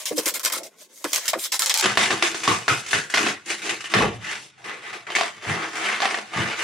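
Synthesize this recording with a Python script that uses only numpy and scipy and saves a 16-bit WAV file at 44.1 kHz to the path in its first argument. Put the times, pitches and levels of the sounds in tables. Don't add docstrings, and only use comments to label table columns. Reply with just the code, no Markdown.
import sys
import numpy as np
from scipy import signal
from scipy.io import wavfile
from scipy.ndimage import uniform_filter1d

SR = 44100
rng = np.random.default_rng(int(sys.argv[2]) if len(sys.argv) > 2 else 0)


def attenuation_scalar(level_db):
    decades = np.asarray(level_db, float) / 20
    return 10 ** decades


def digitize_waveform(pressure):
    field = np.atleast_2d(pressure).T
    bounded = np.clip(field, -1, 1)
    quanta = np.round(bounded * 32767).astype(np.int16)
    wavfile.write(sys.argv[1], SR, quanta)


N = 292383
SPEED_UP, CHANGE_S = 3, 1.822
STEP = 32


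def rms_one(x):
    return x / np.sqrt(np.mean(x ** 2) + 1e-20)


def at_hz(points, hz):
    table_hz, table_db = np.array(points).T
    return np.interp(np.log(hz), np.log(table_hz), table_db)


def drift(rate, size, sr):
    r = np.exp(-2 * np.pi * rate / sr)
    noise = rng.standard_normal(size + 3000)
    return rms_one(signal.lfilter([1], [1, -2 * r, r * r], noise)[3000:])


def band_pass(order, low_hz, high_hz):
    return signal.butter(order, [low_hz, high_hz], "band", fs=SR, output="sos")


def high_pass(hz):
    return signal.butter(2, hz, "high", fs=SR, output="sos")


def resonance(x, hz, width):
    r = np.exp(-np.pi * width / SR)
    poles = [1, -2 * r * np.cos(2 * np.pi * hz / SR), r * r]
    return signal.lfilter([(1 - r * r) / 2, 0, (r * r - 1) / 2], poles, x)


def crackle(size, speed, per_s, spread_db, lumpy_db, grain_share):
    bursting = rng.random(size) < per_s * speed / SR
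    clicks = bursting * attenuation_scalar(spread_db * np.minimum(rng.exponential(1, size), 4))
    lumps = attenuation_scalar(lumpy_db * drift(90 * speed, size, SR))
    share = np.clip(grain_share, 0, 1)
    grains = rms_one(clicks * rng.choice([-1, 1], size))
    near = np.sqrt(share) * grains + np.sqrt(1 - share) * rng.standard_normal(size)
    diffuse = rng.standard_normal(size)
    return np.array([rms_one(near * lumps), diffuse])


def echoes(x, speed, t60, wet_db, change):
    n, hop = np.arange(int(.12 * SR / speed)), int(.4 * SR / speed)
    fade = attenuation_scalar(-60 * n * speed / (t60 * SR))
    kept = rng.standard_normal((len(x), len(n)))
    wet = np.zeros((len(x), x.shape[1] + len(n)))
    for a in range(0, x.shape[1], hop):
        tail = (kept + change * rng.standard_normal(kept.shape)) * fade
        tail = tail / np.sqrt(np.sum(tail ** 2) / len(x))
        piece = signal.fftconvolve(x[:, a:a + hop], tail, axes=1)
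        wet[:, a:a + piece.shape[1]] += piece
    return rms_one(x + attenuation_scalar(wet_db) * wet[:, :x.shape[1]])


ATTACK_S = [.002, .004, .02, .04]
BITE_DB = [4, 5, 19, 35.5]
SAG_DB = [5.26, 2.4, 3.2, 4.3]


def push_shape(since, hold, speed, release):
    bite_s = 0.0026
    attack, bite, sag, fall = (np.array(c)[:, None] for c in (ATTACK_S, BITE_DB, SAG_DB, release))
    u, hold = np.maximum(since, 0) * speed, max(hold * speed, 1e-3)
    rising = 20 * np.log10(np.clip(since * speed / attack, 1e-5, 1))
    held = bite * np.exp(-u / bite_s) - sag * np.minimum(u / hold, 1)
    return rising + held - fall * np.maximum(u - hold, 0)


def stroke_levels(strokes, t, speed):
    cuts, rubs, thuds, release, quiet_db, table_db = strokes
    thud_in_tube_db = -9.5
    power = attenuation_scalar(2 * np.array(quiet_db))[:, None] + 0 * t
    for s, db, hold, fizz_db, tube_db in cuts:
        layers_db = db + np.array([[0], [fizz_db], [tube_db], [table_db]])
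        power += attenuation_scalar(2 * (layers_db + push_shape(t - s, hold, speed, release)))
    for s, db, width, fizz_db, tube_db in rubs:
        layers_db = db + np.array([[0], [fizz_db], [tube_db], [table_db]])
        power += attenuation_scalar(2 * (layers_db - 10 * ((t - s) / width) ** 2))
    for s, db, hold in thuds:
        layers_db = db + np.array([[thud_in_tube_db], [0]])
        power[2:] += attenuation_scalar(2 * (layers_db + push_shape(t - s, hold, speed, release)[3]))
    return 10 * np.log10(power)


# [pitch_hz, width_hz, level_db]
TUBE = [(210.7, 19.4, 9), (342, 33, -9), (707, 71, 4.5), (1095, 255, -0.5), (1750, 170, -50),
        (2540, 180, -20)]
# [pitch_hz, likeness 0 to 1]
LIKENESS = [(40, 0.56), (380, 1), (700, 0.56), (2400, 0.55), (4200, 0.87), (6000, 0.18), (13000, 0.036)]


def sawing(strokes, spectrum, bands, start, size, speed, patchy_db, ring_db):
    t = (start + np.arange(0, size + STEP, STEP)) / SR
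    grid = np.geomspace(30, 16000, 400)
    power = attenuation_scalar(2 * at_hz(spectrum, grid)) * np.gradient(grid)
    held = [10 * np.log10(power[(grid > a) & (grid < b)].sum()) for a, b in bands]
    order = np.argsort([a for a, b in bands])
    centres = np.log([np.sqrt(a * b) for a, b in bands])[order]
    lift = (stroke_levels(strokes, t, speed) - np.array(held)[:, None])[order]
    sources = [crackle(size, speed, per_s=2300.0, spread_db=6.0, lumpy_db=2.5, grain_share=0.61)
               for k in range(2)]
    sources = [echoes(rows, speed, t60=.16, wet_db=0., change=1.7) for rows in sources]
    edges = 40 * 2 ** np.arange(0, 8.8, .3)
    out = np.zeros((2, size))
    for k, (low, high) in enumerate(zip(edges, edges[1:])):
        mid, side = signal.sosfilt(band_pass(2, low, high), sources[k % 2])
        hz = np.sqrt(low * high)
        weights = [np.interp(np.log(hz), centres, row) for row in np.eye(4)]
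        patches = patchy_db * drift(14 * speed, len(t), SR / STEP)
        level_db = at_hz(spectrum, hz) + weights @ lift + patches
        gain = np.interp(np.arange(size) / STEP, np.arange(len(t)), attenuation_scalar(level_db)) * np.sqrt(SR / 2)
        alike = np.clip(at_hz(LIKENESS, hz / speed), 0, .98)
        out += gain * (np.sqrt((1 + alike) / 2) * mid + np.sqrt((1 - alike) / 2) * side * [[1], [-1]])
    rings = sum(resonance(out, hz * speed, width * speed) * attenuation_scalar(db + ring_db) for hz, width, db in TUBE)
    return out + rings


# [pitch_hz, level_db per Hz]
FAST_FOAM = [(35, -92), (60, -36), (256, -7.5), (315, -6), (389, -3.5), (621, -4.5), (822, -9), (1010, -5),
             (1110, -6), (2710, 2.5), (5590, 8), (10000, -4), (16000, -18.5)]
# [low_hz, high_hz]
FAST_BANDS = [
    (2400, 9000),
    (10000, 15000),
    (750, 1800),
    (200, 600),
]
# [start_s, tearing_db, hold_s, fizz_db re tearing, tube_db re tearing]
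FAST_CUTS = [(.055, -26.5, 0.036, -4.5, -12), (.18, -23, 0.019, -4, -12), (.257, -23, 0.039, 1, -1),
             (.339, -27.5, 0.034, -2, -5), (.394, -35.5, 0.017, 0, 1), (.432, -30.5, 0.005, 3, 3),
             (.4385, -26, 0.012, 1, -5), (.449, -22, .006, 3, 2), (.457, -20, 0.024, -9, -6.5),
             (.499, -39, .006, -16, 17), (.521, -26, 0.0073, 1, -1), (.526, -26, 0.015, -1, -4),
             (.576, -29.5, 0.01, -4, -6), (.632, -38, 0.038, -4.5, -28), (1.042, -27, 0.0094, -8.5, 7),
             (1.13, -25.5, 0.051, -5, -4), (1.255, -28, 0.009, -5, -15), (1.2795, -18.5, 0.025, -9, -11.5),
             (1.332, -24, 0.0052, -15, 10.5), (1.388, -35, 0.013, 2, -13), (1.439, -28.5, 0.029, -4, -10.5),
             (1.519, -21.5, 0.047, -8.5, -12.5), (1.592, -21, 0.023, -5, -10),
             (1.62, -18.5, 0.024, -12, -12.5), (1.66, -20.5, 0.02, -12, -11),
             (1.6958, -14.5, 0.018, -18, -10.5), (1.7408, -18.5, 0.022, -16, -7.5),
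             (1.774, -24.5, .008, -5, -6), (1.7855, -20.5, 0.026, -11.5, -8)]
# [middle_s, tearing_db, half_width_s, fizz_db re tearing, tube_db re tearing]
FAST_RUBS = [(.002, -37, 0.044, -1, -4.5), (.125, -44.5, 0.034, 1, -16), (.175, -33, 0.014, 1, -10),
             (.235, -42, 0.035, 1, 1), (0.56, -31, 0.027, -4, -4), (0.821, -47.5, 0.036, -1.5, -9),
             (0.919, -56, 0.021, -31, -5), (.975, -66, 0.007, -20, 0), (.722, -68, 0.0051, -13, 8),
             (.985, -49.5, 0.057, 0.5, -20), (1.101, -38, 0.052, -4, -9), (1.25, -39, 0.068, -4, 1),
             (1.43, -35.5, 0.037, 4.5, -11), (.361, -28, 0.0074, -15, -19), (.745, -77, 0.027, -14, 19.5),
             (1.02, -53, 0.012, -5, -1)]
# [start_s, level_db, hold_s]
FAST_THUDS = [(0.107, -21, 0.014), (0.127, -38, 0.018), (0.176, -21.5, 0.018), (0.197, -39, 0.016),
              (0.216, -43, 0.016), (0.26, -34, 0.016), (0.314, -41, 0.075), (0.442, -35.5, 0.032),
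              (0.516, -39, 0.097), (0.616, -42, 0.05), (1.045, -28.5, 0.015), (1.117, -41, 0.068),
              (1.339, -29, 0.044)]
FAST_RELEASE_DB_PER_S = [242, 263, 248, 220]
FAST_QUIET_DB = [-66, -70, -68, -56.5]


def fast_sawing(size):
    table_share_db = -28
    strokes = (FAST_CUTS, FAST_RUBS, FAST_THUDS, FAST_RELEASE_DB_PER_S, FAST_QUIET_DB, table_share_db)
    return sawing(strokes, FAST_FOAM, FAST_BANDS, 0, size, SPEED_UP, patchy_db=1.8, ring_db=-13.5)


# [pitch_hz, level_db per Hz]
FOAM = [(30, -44), (55, -6), (113, 32.5), (272, -5), (316, -1.5), (612, -14), (700, -5.5), (1000, -7),
        (1900, 2.1), (2900, -0.5), (4100, -7.5), (6000, -6), (10500, -15.5), (16000, -27)]
# [low_hz, high_hz]
BANDS = [
    (800, 3000),
    (4000, 10000),
    (250, 600),
    (70, 200),
]
# [start_s, tearing_db, hold_s, fizz_db re tearing, tube_db re tearing]
CUTS = [(1.822, -16.5, 0.03, -6, -5), (1.857, -19.5, 0.064, -9.5, -16), (1.973, -17.5, 0.089, -5.5, -9),
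        (2.104, -16, 0.013, -9.5, -12), (2.223, -14, 0.034, -6, -14), (2.345, -30, 0.037, 1, -7),
        (2.433, -25.5, 0.13, -2, -9), (2.476, -19, 0.054, -5, -3), (2.68, -19, 0.05, -4, -3),
        (2.861, -38, .015, 5.5, -12), (2.883, -38, .015, 8, -4), (2.907, -32.5, 0.032, 8.5, -1),
        (2.93, -21.5, 0.047, -2, -2), (3.098, -39.5, 0.0099, 10, -14), (3.139, -16, 0.012, -6, -25),
        (3.172, -14.5, 0.019, -10.5, -12), (3.265, -19, 0.028, -13, -10.5), (3.458, -45.5, 0.015, 10, 5),
        (3.618, -32.5, .02, -4.5, -24), (3.692, -18.5, 0.012, -6, -10.5), (3.804, -29.5, 0.012, -4.5, -21),
        (3.843, -30, 0.03, -9.5, -29), (3.897, -32.5, 0.11, -5.5, -21), (3.938, -15.5, 0.036, -12, -4),
        (4.577, -49.5, 0.13, -6.5, -6), (4.641, -31, 0.035, -12, -5.5), (4.928, -29.5, 0.041, -10.5, -9),
        (5.067, -28.5, 0.078, -18, -9.5), (5.103, -33, 0.068, -7.5, -10), (5.15, -24, 0.011, 1.5, 0),
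        (5.183, -23, 0.075, -10, -10.5), (5.421, -39.5, .03, -5, -41), (5.752, -29.5, 0.035, -4.5, -8),
        (6.002, -28, 0.0086, -4, -7), (6.019, -19.5, 0.04, -12, -14), (6.055, -22, 0.039, -13.5, -10),
        (6.105, -30, 0.03, -7, 0), (6.143, -26.5, 0.042, -9, -3.5), (6.335, -25, 0.038, -14.5, -26)]
# [middle_s, tearing_db, half_width_s, fizz_db re tearing, tube_db re tearing]
RUBS = [(2.18, -32.5, 0.24, -5, -11), (2.63, -46.5, 0.53, 5, -1), (2.8, -44, 0.025, 11, -30),
        (3.235, -23, 0.077, -5, -6.5), (3.3, -32, 0.047, -2.5, -3), (3.515, -26.5, 0.038, 0, -10),
        (3.58, -39, 0.053, 0.5, -12), (3.664, -28.5, 0.04, -3, -7.5), (3.729, -35, 0.014, -16, 1.5),
        (4.008, -16.5, 0.062, -15.5, -5), (4.065, -30, 0.08, -14.5, 5), (4.148, -43, 0.033, -3, 3),
        (3.77, -42, 0.054, -9, -21), (4.309, -27.5, 0.079, -7, -13.5), (4.43, -50, 0.06, 8.5, 1),
        (4.699, -29, 0.033, -14, -9), (4.745, -35, 0.067, -11, -4.5), (4.85, -37, 0.046, -11.5, -11),
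        (4.888, -33, 0.051, -10.5, -9.5), (4.99, -45, 0.021, -14, -19), (5.38, -46, 0.077, -8.5, -8.5),
        (5.518, -24.5, 0.068, -9.5, -1.5), (5.619, -25.5, 0.062, -12.5, -6.5),
        (5.71, -35.5, 0.079, -5.5, -4.5), (5.83, -25.5, 0.081, -8.5, -3.5), (5.896, -23, 0.058, -11, -12),
        (5.945, -25, 0.083, -11, -10), (6.28, -48.5, 0.063, 0, -2), (6.416, -21, 0.073, -13, -8.5),
        (6.496, -24, 0.068, -13.5, -11.5), (6.64, -22, 0.073, -7, -10.5)]
# [start_s, level_db, hold_s]
THUDS = [(1.841, -34, 0.06), (1.975, -34.5, 0.054), (2.099, -34, 0.021), (2.479, -30, 0.062),
         (2.692, -27, 0.017), (2.936, -33.5, 0.032), (3.15, -45, 0.16), (3.491, -60, 0.045),
         (3.688, -45, 0.011), (3.946, -24.5, 0.12), (4.1, -38, 0.12), (4.23, -40, 0.021),
         (5.471, -26.5, 0.053), (6.361, -25.5, 0.068)]
RELEASE_DB_PER_S = [205, 190, 215, 237]
QUIET_DB = [-56, -63.5, -66, -63]


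def normal_sawing(start):
    table_share_db = -39.5
    strokes = (CUTS, RUBS, THUDS, RELEASE_DB_PER_S, QUIET_DB, table_share_db)
    return sawing(strokes, FOAM, BANDS, start, N - start, speed=1, patchy_db=1.2, ring_db=-4.0)


# [pitch_hz, level_db, decay_s]
BITE_MODES = [(675, -32.5, .004), (1140, -30.5, 0.0029), (1940, -23.5, 0.0066), (2624, -24, 0.0044),
              (3450, -29, 0.0023)]


def snaps(table, speed, decay_s, low_hz, high_hz, edge_db):
    out, n = np.zeros(N + 600), np.arange(600)
    noise = rng.standard_normal((len(table), 600))
    tear = np.hanning(2 + 9 // speed)[1:-1]
    sign = np.sign(noise[:, :1])
    noise[:, :len(tear)] = 6 * tear * sign
    bursts = noise * np.exp(-n * speed / (decay_s * SR))
    body = band_pass(1, low_hz * speed, high_hz * speed)
    edge = band_pass(2, high_hz * speed, min(2.4 * high_hz * speed, 16000))
    echo_s, echo_db = .0028, -6
    lag = round(echo_s * SR / speed)
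    u = n * speed / SR
    modes = np.array([attenuation_scalar(db) * np.exp(-u / decay) * np.sin(2 * np.pi * hz * u)
                      for hz, db, decay in BITE_MODES])
    strengths = attenuation_scalar(3.7 * rng.standard_normal((len(table), len(modes))))
    rung = strengths @ modes * np.hanning(1200)[600:] * sign
    rung = signal.sosfilt(high_pass(400 * speed), rung)
    for (s, db), burst, ring in zip(table, bursts, rung):
        bite = signal.sosfilt(body, burst) + attenuation_scalar(edge_db) * signal.sosfilt(edge, burst)
        bite[lag:] += attenuation_scalar(echo_db) * bite[:-lag]
        at = round(s * SR)
        out[at:at + 600] += attenuation_scalar(db) * (bite / np.abs(bite).max() + ring)
    return out[:N]


def workroom(x, speed, t60, wet_db):
    n = np.arange(int(.5 * SR / speed))
    tail = rng.standard_normal((2, len(n))) * attenuation_scalar(-60 * n * speed / (t60 * SR)) * (n > .002 * SR / speed)
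    tail = signal.lfilter([1], [1, -.5], tail)
    tail = tail / np.sqrt(np.sum(tail ** 2) / 2)
    return x + attenuation_scalar(wet_db) * signal.fftconvolve(x[None], tail, axes=1)[:, :N]


# [start_s, peak_db]
FAST_SNAPS = [(0.0215, -23.0), (0.0559, -14.0), (0.1844, -10.0), (0.2348, -24.0), (0.2618, -11.0),
              (0.2804, -8.0), (0.3076, -17.0), (0.3957, -14.0), (0.45, -5.0), (0.4592, -7.0),
              (0.5004, -14.0), (0.5262, -8.0), (1.0433, -14.0), (1.12, -19.0), (1.1336, -1.0),
              (1.1473, -8.0), (1.1602, -4.0), (1.2809, -7.0), (1.333, -18.0), (1.4401, -15.0),
              (1.4596, -14.0), (1.5266, -11.0), (1.5949, -5.0), (1.621, -3.0), (1.6605, -4.0),
              (1.6961, -2.0), (1.7412, -1.0), (1.7744, -7.0), (1.7858, -8.0), (1.8108, -7.0)]
# [start_s, peak_db]
SNAPS = [(1.8581, -1.5), (1.9734, 3), (1.9816, -8.0), (2.1076, -7.0), (2.1152, -10.0), (2.2255, -3),
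         (2.3455, -14.0), (2.4339, -17.0), (2.478, -3.0), (2.681, -2.0), (2.9317, -7.0), (3.1011, -23.0),
         (3.1412, -7.0), (3.1731, -7.0), (3.181, -9.0), (3.6735, -16.0), (3.8426, -21.0), (3.9389, -0.5),
         (5.103, -16.0), (5.1516, -11), (5.1675, -8.0), (5.1859, -11.0), (5.2112, -4.0), (5.2342, -11.0),
         (6.0034, -8), (6.02, -6.0), (6.0555, -4), (6.1109, -11.0), (6.144, -10.0), (6.187, -13.0),
         (2.1045, -10.0), (2.1115, -10.0), (3.146, -9.0), (3.2655, -9.0), (3.271, -9.0), (3.6945, -15.0),
         (4.6955, -19.0), (5.1625, -9.0), (5.5575, -19.0)]


def blade_bites():
    fast = snaps(FAST_SNAPS, SPEED_UP, 0.0015, 1640, 3500, edge_db=-6.0)
    fast = workroom(fast, SPEED_UP, 1.0, wet_db=-4.0)
    slow = snaps(SNAPS, 1, .0005, 700, 2800, edge_db=-7.)
    return fast + workroom(slow, 1, .3, wet_db=-6.)


# [start_s, pitch_hz, level_db]
SLIT = [(0, 3000, -6), (.105, 308, -3), (.175, 483, 2), (.25, 413, 8), (.33, 3500, -34), (0.601, 650, 15),
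        (.7, 6530, -2), (1.043, 289, 15), (1.1, 6200, -7), (1.25, 1500, 2), (1.279, 940, -13),
        (1.333, 715, -2), (1.391, 3520, 3.5), (1.522, 815, 8), (1.822, 300, -11), (1.986, 2100, -7),
        (2.1, 318, 8.5), (2.378, 320, 0), (2.475, 298, 15.5), (2.489, 1100, 6), (2.678, 1350, 4.5),
        (2.929, 1610, 7.5), (3.136, 300, 6.5), (3.45, 330, 8), (3.937, 1770, 2), (4.001, 750, -9),
        (4.2, 1750, -28), (4.575, 720, 10), (4.64, 1980, -6), (4.93, 695, -3), (5.15, 2220, 8),
        (5.18, 720, 3), (5.3, 3000, -20), (5.47, 1950, -3), (5.57, 1200, -5), (5.865, 1950, -1),
        (5.95, 1150, -3), (6.018, 780, 0), (6.075, 760, -2), (6.33, 726, 1), (6.369, 1880, -32)]


def singing_slit(x):
    out = x.copy()
    at = [round(s * SR) for s, hz, db in SLIT] + [N]
    for (s, hz, db), a, b in zip(SLIT, at, at[1:]):
        out[:, a:b] += attenuation_scalar(db) * resonance(x[:, a:b], hz, .15 * hz)
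    return out


# [start_s, pitch_hz, peak_db, decay_s]
POPS = [(.109, 472, -23, 0.0089), (0.129, 303, -27.5, .018), (.178, 483, -23, 0.0074),
        (.267, 536, -26, 0.0069), (.263, 322, -27.5, 0.011), (.463, 1500, -24, 0.0044),
        (0.534, 1023, -22, 0.0077), (.815, 594, -50, 0.01), (1.01, 603, -46, .006),
        (1.043, 1000, -21.5, 0.0019), (1.045, 346, -25, 0.0095), (1.332, 660, -15.5, 0.0053),
        (1.333, 1020, -22.5, .006), (1.358, 340, -28.5, 0.0076), (1.523, 2120, -21.5, .003),
        (1.541, 884, -27, 0.0015), (1.617, 1330, -22.5, 0.01), (2.105, 330, -25, 0.0087),
        (2.224, 350, -25, 0.012), (2.346, 380, -26, 0.0079), (2.476, 1120, -11, 0.0044),
        (2.482, 319, -20.5, 0.013), (2.513, 1140, -14, 0.0072), (2.682, 1720, -16, 0.005),
        (2.697, 1680, -13, 0.0051), (2.7, 1270, -18, 0.018), (2.718, 1390, -15, 0.0055),
        (2.929, 1450, -22, .005), (2.943, 1937, -17, 0.0064), (3.139, 1890, -12, .004),
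        (3.205, 1780, -15, .004), (3.24, 340, -18.5, 0.0063), (3.264, 1160, -26, 0.0026),
        (3.267, 326, -18.5, 0.0044), (3.286, 332, -30, 0.0043), (3.503, 340, -34, 0.011),
        (3.939, 1894, -19, 0.0038), (4.001, 249, -16, .007), (4.007, 1070, -13.5, .007),
        (4.016, 828, -16.5, 0.018), (4.031, 510, -21, 0.0083), (5.16, 1783, -12.5, 0.0096),
        (5.165, 2190, -12, 0.0052), (5.185, 725, -29, .01), (5.21, 680, -31, 0.0051),
        (6.019, 735, -16.5, .008), (6.028, 794, -15.5, 0.019), (6.055, 1860, -14, .004),
        (6.142, 1880, -19, 0.0046), (6.344, 713, -27, 0.0065)]


def pops():
    rise, spread_rad, wobble_db = 0.44, 0.26, 6.5
    out, u = np.zeros((2, N + 4000)), np.arange(4000) / SR
    for (s, hz, db, decay), c in zip(POPS, rng.standard_normal((len(POPS), 41))):
        shape = (1 - np.exp(-u / (rise * decay))) * np.exp(-u / decay)
        shape *= attenuation_scalar(wobble_db * np.interp(u * hz / 3, np.arange(40), c[1:]))
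        phase = spread_rad * c[0] * np.array([[1], [-1]])
        a = round(s * SR)
        out[:, a:a + 4000] += attenuation_scalar(db) * shape / shape.max() * np.sin(2 * np.pi * hz * u + phase)
    return out[:, :N]


def knocks(thuds, modes, speed, knock_db):
    rise_s = 0.011
    out, t = np.zeros(N), np.arange(N) / SR
    for (s, db, hold), spread in zip(thuds, rng.standard_normal((len(thuds), len(modes)))):
        a = round(s * SR)
        u = (t[a:a + SR // 3] - t[a]) * speed
        rise = 1 - np.exp(-u / rise_s)
        for (hz, mode_db, decay), c in zip(modes, spread):
            level = attenuation_scalar(db + knock_db + mode_db + 4.3 * c)
            out[a:a + len(u)] += rise * level * np.exp(-u / decay) * np.sin(2 * np.pi * hz * u)
    return out


# [pitch_hz, level_db, decay_s]
FAST_TABLE_MODES = [(103, -1, 0.079), (158, 6, 0.025), (199, -4, 0.047)]
# [pitch_hz, level_db, decay_s]
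TABLE_MODES = [(115.5, -4.5, 0.032), (145.6, 4, 0.011), (208.8, -8, 0.043)]


def table_knocks():
    fast = knocks(FAST_THUDS, FAST_TABLE_MODES, SPEED_UP, knock_db=-5.5)
    return fast + knocks(THUDS, TABLE_MODES, 0.99, knock_db=-3)


def table_rocks():
    start_s, level_db, pitch_hz, rise_s = 3.99, -36, 58.5, 0.036
    u = np.maximum(np.arange(N) / SR - start_s, 0)
    return attenuation_scalar(level_db) * u / rise_s * np.exp(1 - u / rise_s) * np.sin(2 * np.pi * pitch_hz * u)


def scene():
    cut = round(CHANGE_S * SR)
    saw = attenuation_scalar(-3.0) * np.hstack([fast_sawing(cut), normal_sawing(cut)])
    saw = saw * attenuation_scalar(np.array([[.3], [-.3]]))
    return singing_slit(saw + blade_bites()) + pops() + table_rocks() + table_knocks()


def thin_top(x, shelf_hz, end_hz, shelf_db, beyond_db, keep_db, lost):
    hz, t, cells = signal.stft(x, SR, nperseg=1024)
    top = hz > shelf_hz
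    ragged_end = end_hz + 350 * drift(11, len(t), SR / 512)
    cells[:, top] *= attenuation_scalar(shelf_db + beyond_db * (hz[top][:, None] > ragged_end))
    bands_kept = rng.random((64, len(t) // 3 + 1)) > lost
    kept_cells = np.repeat(np.repeat(bands_kept, 6, axis=0), 3, axis=1)
    cells[:, top] *= kept_cells[:top.sum(), :len(t)]
    cells[:, top] *= uniform_filter1d(np.abs(cells[:, top]), size=7, axis=1) > attenuation_scalar(keep_db)
    return signal.istft(cells, SR, nperseg=1024)[1][:, :x.shape[1]]


def spared_edges(x, loud, keep_s, top_hz, edge_db):
    gate = uniform_filter1d(1. * (np.abs(x).max(axis=0) > loud), size=round(keep_s * SR)) > 0
    treble = signal.sosfilt(band_pass(4, top_hz, 16500), x)
    return attenuation_scalar(edge_db) * uniform_filter1d(1. * gate, size=40) * treble


def low_pass(x):
    return signal.sosfilt(signal.butter(12, 16700, fs=SR, output="sos"), x)


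def record(dry):
    cut = round(CHANGE_S * SR)
    fast = signal.sosfilt(high_pass(150), dry[:, :cut])
    fast = signal.sosfilt(signal.cheby2(14, 50, 16300, fs=SR, output="sos"), fast)
    slow = signal.sosfilt(high_pass(35), dry[:, cut:])
    edges = spared_edges(slow, loud=0.98, keep_s=0.0027, top_hz=11000, edge_db=-12)
    slow = edges + thin_top(slow, shelf_hz=10610, end_hz=14600, shelf_db=-8.5, beyond_db=-38.0,
                            keep_db=-106., lost=0.1)
    return low_pass(np.clip(np.hstack([fast, slow]), -1, 1))


dry = scene()
out = record(dry)
digitize_waveform(out)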